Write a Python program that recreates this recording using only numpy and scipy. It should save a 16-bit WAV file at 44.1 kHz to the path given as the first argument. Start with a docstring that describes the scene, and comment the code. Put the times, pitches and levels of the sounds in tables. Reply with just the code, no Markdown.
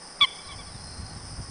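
"""Moorhen at the marsh edge

A moorhen gives one short, harsh call, a jittery voice shaped by its throat and bill. It carries
two dull overload thumps, and reeds and far banks throw it back. Behind it lie distant outdoor noise,
a low drone, an insect-like hiss and a faint gliding whine. A breeze begins to buffet the microphone."""
import sys
import numpy as np
from scipy import signal
from scipy.fft import rfft, irfft
from scipy.io import wavfile
from scipy.ndimage import uniform_filter1d

SR = 44100
rng = np.random.default_rng(int(sys.argv[2]) if len(sys.argv) > 2 else 0)


def master(y):
    """Save y as 16-bit WAV."""
    cut = np.clip(np.atleast_2d(y).T, -1, 1)
    pcm = np.round(cut * 32767)  # scale
    wavfile.write(sys.argv[1], SR, pcm.astype(np.int16))


N = 66150
t = np.arange(N) / SR
BIN_HZ = np.arange(N // 2 + 1) * SR / N


def undb(db):
    """Decibels to gain."""
    return 10 ** (np.asarray(db) / 20)


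def unit(x):
    """Scale to rms 1."""
    return x / np.sqrt(np.mean(x ** 2) + 1e-20)


def curve(rows, column=1):
    """Join (seconds, value, ..) rows by straight lines."""
    rows = np.array(rows)
    return np.interp(t, rows[:, 0], rows[:, column])


def gain_at(hz, eq):
    """Gain of a (Hz, dB) EQ curve at the given frequencies."""
    eq = np.array(eq)
    return undb(np.interp(np.log(np.maximum(hz, 1)), np.log(eq[:, 0]), eq[:, 1]))


def colour(x, eq):
    """Filter by a (Hz, dB) EQ curve."""
    return irfft(rfft(x) * gain_at(BIN_HZ, eq), N)


def noise(spectrum):
    """Noise of rms 1 with a (Hz, dB) spectrum."""
    return unit(colour(rng.standard_normal(N), spectrum))


def wander(rate_hz):
    """Smooth random modulation of rms 1."""
    width = max(int(SR / rate_hz), 1)
    return unit(uniform_filter1d(uniform_filter1d(rng.standard_normal(N), width), width))


def gate(start, end, fade_s):
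    """Open between two times, with soft edges."""
    return np.clip(np.minimum(t - start, end - t) / fade_s + 1, 0, 1)


# The outdoor bed. Each row: frequency in Hz, relative level in dB.
AIR_SPECTRUM = [(25, 4), (110, -17.5), (175, -1), (260, -2), (400, -3), (520, -1.5), (630, -3), (790, 1),
                (900, -2.5), (1050, -3), (1140, 0.5), (1290, -7), (1480, -2.5), (1650, -7.5), (1830, -5),
                (2300, -12), (2600, -14.5), (3300, -16.5), (6500, -21.5), (10500, -29)]
AIR_DB, AIR_WAVER_DB = -48, 0.3

def distant_air():
    """A bed of far-off outdoor noise that barely wavers."""
    return noise(AIR_SPECTRUM) * undb(AIR_DB + AIR_WAVER_DB * wander(18))


DRONE_HZ, DRONE_DRIFT_HZ, DRONE_DB = 163.6, 5.45, -57

def drone():
    """A faint, distant low tone with an unsteady pitch."""
    hz = DRONE_HZ + DRONE_DRIFT_HZ * wander(17.1)
    return undb(DRONE_DB) * np.sin(2 * np.pi * np.cumsum(hz) / SR)


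# Two bright bands of hiss. Each row: frequency in Hz, relative level in dB.
HISS_SPECTRUM = [(3700, -37), (4150, -26), (4450, -10), (4800, -3), (5170, 3.5), (5550, -9), (6100, -9),
                 (6900, -30.5), (7700, -18), (8500, -8.5), (9150, -3), (9800, -9.5), (10400, -20)]
HISS_DB, HISS_FLICKER_DB = -45.5, 1.27

def insect_hiss():
    """A high, insect-like hiss with a fast flicker."""
    return noise(HISS_SPECTRUM) * undb(HISS_DB + HISS_FLICKER_DB * wander(130))


# The whine, one list per glide. Each row: time in seconds, pitch in Hz, level in dB.
WHINE_GLIDES = [
    [(.42, 4130, -66), (.46, 4040, -48.5), (.53, 3960, -59.5)],
    [(.65, 4580, -58), (.69, 4100, -60), (.8, 3330, -59)],
    [(.72, 3993, -60), (.82, 4223, -52), (1.12, 4200, -53)],
    [(1.1, 4450, -54), (1.17, 3940, -59.5), (1.21, 3560, -64), (1.29, 3150, -72)],
]
WHINE_WAVER, WHINE_GRAIN = .006, .9

def whine():
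    """A thin, grainy tone that glides, holds and falls away."""
    out = 0
    for glide in WHINE_GLIDES:
        hz = curve(glide) * (1 + WHINE_WAVER * wander(300))
        phase = 2 * np.pi * np.cumsum(hz) / SR
        tone = np.sin(phase) * (1 + WHINE_GRAIN * wander(180))
        tone += np.cos(phase) * WHINE_GRAIN * wander(180)
        envelope = undb(curve(glide, 2)) * gate(glide[0][0], glide[-1][0], fade_s=.022)
        out = out + unit(tone) / np.sqrt(2) * envelope
    return out


# Wind rumble. Each row: frequency in Hz, relative level in dB.
WIND_SPECTRUM = [(20, -12.5), (50, 0), (90, 2), (130, -5.5), (200, -9.5), (300, -16), (600, -41),
                 (1500, -75.5)]
# The swell of the breeze. Each row: time in seconds, level in dB.
WIND_SWELL = [(0, -71), (.4, -61), (.48, -46.5), (.57, -46.5), (.7, -47.5), (.92, -43.5), (1.02, -41.5),
              (1.1, -45), (1.2, -44), (1.28, -40.5), (1.34, -40.5), (1.5, -47.5)]
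# Single buffets. Each row: peak time in seconds, level in dB.
WIND_BUFFETS = [(.758, -35), (0.999, -37), (1.04, -34.5), (1.169, -33.5), (1.243, -35), (1.397, -29.5),
                (1.492, -35.5)]
BUFFET_WIDTH_S, BUFFET_HZ, BUFFET_ROUGH_DB = 0.0096, 94.1, -13

def wind():
    """Air on the microphone: a growing rumble with short, ragged buffets."""
    out = noise(WIND_SPECTRUM) * undb(curve(WIND_SWELL) + 1.4 * wander(25))
    ragged = undb(BUFFET_ROUGH_DB) * noise([(60, -22), (180, 3), (350, -3), (700, -31), (2000, -68)])
    for peak, db in WIND_BUFFETS:
        hz = BUFFET_HZ * (1 + .3 * wander(154))
        eddy = np.cos(2 * np.pi * np.cumsum(hz) / SR)
        envelope = undb(db) * np.exp(-((t - peak) / BUFFET_WIDTH_S) ** 2 / 2)
        out += envelope * (eddy + ragged)
    return out


def scatter(delay, decay_s):
    """Scattered reflections: a delayed, decaying noise impulse response of energy 1."""
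    response = rng.standard_normal(N) * (t >= delay) * np.exp(-np.abs(t - delay) / decay_s)
    return unit(response) / np.sqrt(N)


# EQ of the reverb tail. Each row: frequency in Hz, gain in dB.
TAIL_EQ = [(1100, -3), (2300, 4.5), (3400, 1.5)]
TAIL_DB, TAIL_T60_S, TAIL_DELAY_S = -24.5, 0.82, 0.024

def reed_tail(call):
    """The reeds scatter the call into a thin reverb tail."""
    response = scatter(TAIL_DELAY_S, TAIL_T60_S / np.log(1000))
    return undb(TAIL_DB) * signal.fftconvolve(colour(call, TAIL_EQ), response)[:N]


# Echo taps. Each row: delay in seconds, level at 2 kHz in dB, tilt in dB per octave.
ECHO_TAPS = [(.06, -29, 1.5), (.113, -31, 3.5), (.175, -40, 2), (.225, -34, -6), (.277, -23, -5),
             (0.301, -33.5, -6), (.372, -30.5, -3.5), (.452, -35.5, -5.5)]
ECHO_SMEAR_S, ECHO_SCATTER = 0.014, 0.82

def marsh_echoes(call):
    """Reeds and far banks return separate echoes, each a clean tap with a short smear."""
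    octaves = np.log2(np.clip(BIN_HZ, 1000, 4000) / 2000)
    out = 0
    for delay, db, tilt in ECHO_TAPS:
        response = ECHO_SCATTER * scatter(delay, ECHO_SMEAR_S)
        response[int(delay * SR)] += 1
        echo = signal.fftconvolve(call, response)[:N] / np.hypot(1, ECHO_SCATTER)
        out = out + irfft(rfft(echo) * undb(db + tilt * octaves), N)
    return out


# Thumps placed at the height of the call. Each row: start in seconds, level in dB before filtering.
OVERLOAD_THUMPS = [(0.2245, -23), (0.236, -27.5)]
THUMP_DECAY_S, THUMP_BAND_HZ = 0.00076, (20, 920)

def overload_thumps():
    """Two brief, dull low thumps, the sound of a recorder overloading on the loud call."""
    pulses = sum(undb(db) * (t > start) * np.exp(-np.abs(t - start) / THUMP_DECAY_S)
                 for start, db in OVERLOAD_THUMPS)
    return signal.sosfilt(signal.butter(1, THUMP_BAND_HZ, "band", fs=SR, output="sos"), pulses)


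# A high squeak breaks into the full note, which arches and sags. Each row: time in seconds, pitch in Hz.
CALL_PITCH = [(.204, 1149), (.2075, 1281), (.2098, 1256), (.2112, 1118), (.219, 1158), (.229, 1147),
              (.235, 1124), (.242, 1078), (.257, 1014)]
# The push behind the call, weak on the squeak. Each row: time in seconds, level in dB.
CALL_EFFORT = [(.203, -51), (.2062, -26.5), (.2085, -21), (.2102, -28), (.2118, -12), (.227, -11.5),
               (.238, -12.5), (.2482, -15.5), (.2502, -19.5), (.2535, -23.5), (.259, -38.5)]
# Resonances of throat and bill. Each row: frequency in Hz, gain in dB.
THROAT_EQ = [(1030, -10), (1170, -10), (2150, -7.5), (2480, -9.5), (3150, 0), (3450, -0.5), (3800, -4),
             (4300, -19.5), (5700, -34), (7000, -40), (9200, -33.5), (10500, -38.5)]
# Rasp between the harmonics. Each row: frequency in Hz, relative level in dB.
RASP_SPECTRUM = [(100, -19.5), (500, -17), (1100, -3), (2300, 5), (3400, -2), (4300, -13), (5700, 0.5),
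                 (7200, -30), (10000, -28)]
JITTER, SHIMMER_DB, FLUTTER_HZ, RASP_DB = 0.0078, 0.8, 824, -33
SOFT_BELOW_DB, SOFT_TILT = -9.5, 0.21  # a soft voice dulls: dB per octave for each dB of effort
THROAT_LAG_RAD = 0.38  # higher harmonics trail the lower ones
LIMITER_DIP_DB, LIMITER_DIP_S = -5, .0004
RATTLE_START_S, RATTLE_RISE_S, RATTLE_DB, RATTLE_HZ = .2355, .004, 1.5, 190

def moorhen():
    """A jittery voice through the throat resonances; it rasps and rattles out."""
    hz = curve(CALL_PITCH) * (1 + JITTER * wander(FLUTTER_HZ))
    phase = 2 * np.pi * np.cumsum(hz) / SR
    rattle_age = t - RATTLE_START_S
    rattle_depth = RATTLE_DB * np.clip(rattle_age / RATTLE_RISE_S, 0, 1)
    effort_db = curve(CALL_EFFORT) + rattle_depth * np.sin(2 * np.pi * RATTLE_HZ * rattle_age)
    tilt = SOFT_TILT * np.minimum(effort_db - SOFT_BELOW_DB, 0)
    voice = 0
    for k in range(1, 9):
        gain = gain_at(k * hz, THROAT_EQ) * undb(tilt * np.log2(k) + SHIMMER_DB * wander(FLUTTER_HZ))
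        voice = voice + gain * np.cos(k * phase - THROAT_LAG_RAD * k ** 2)
    rasp = undb(RASP_DB) * noise(RASP_SPECTRUM) * (1 + np.cos(phase))  # one puff per cycle
    # the level dips briefly at each overload thump
    dips_db = sum(LIMITER_DIP_DB * np.exp(-np.abs(t - at) / LIMITER_DIP_S) for at, _ in OVERLOAD_THUMPS)
    envelope = undb(effort_db + dips_db) * gate(CALL_EFFORT[0][0], CALL_EFFORT[-1][0], fade_s=.001)
    return (voice + rasp) * envelope


def scene():
    """The call and its reflections over the marsh ambience, in mono."""
    call = moorhen()
    foreground = call + overload_thumps() + reed_tail(call) + marsh_echoes(call)
    ambience = distant_air() + insect_hiss() + drone() + wind() + whine()
    return (ambience + foreground)[None]


HIGH_CUT_HZ = 9950

def record(dry):
    """A steep high cut on the whole mix."""
    return signal.sosfilt(signal.ellip(10, .2, 70, HIGH_CUT_HZ, fs=SR, output="sos"), dry)


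dry = scene()
out = record(dry)
master(out)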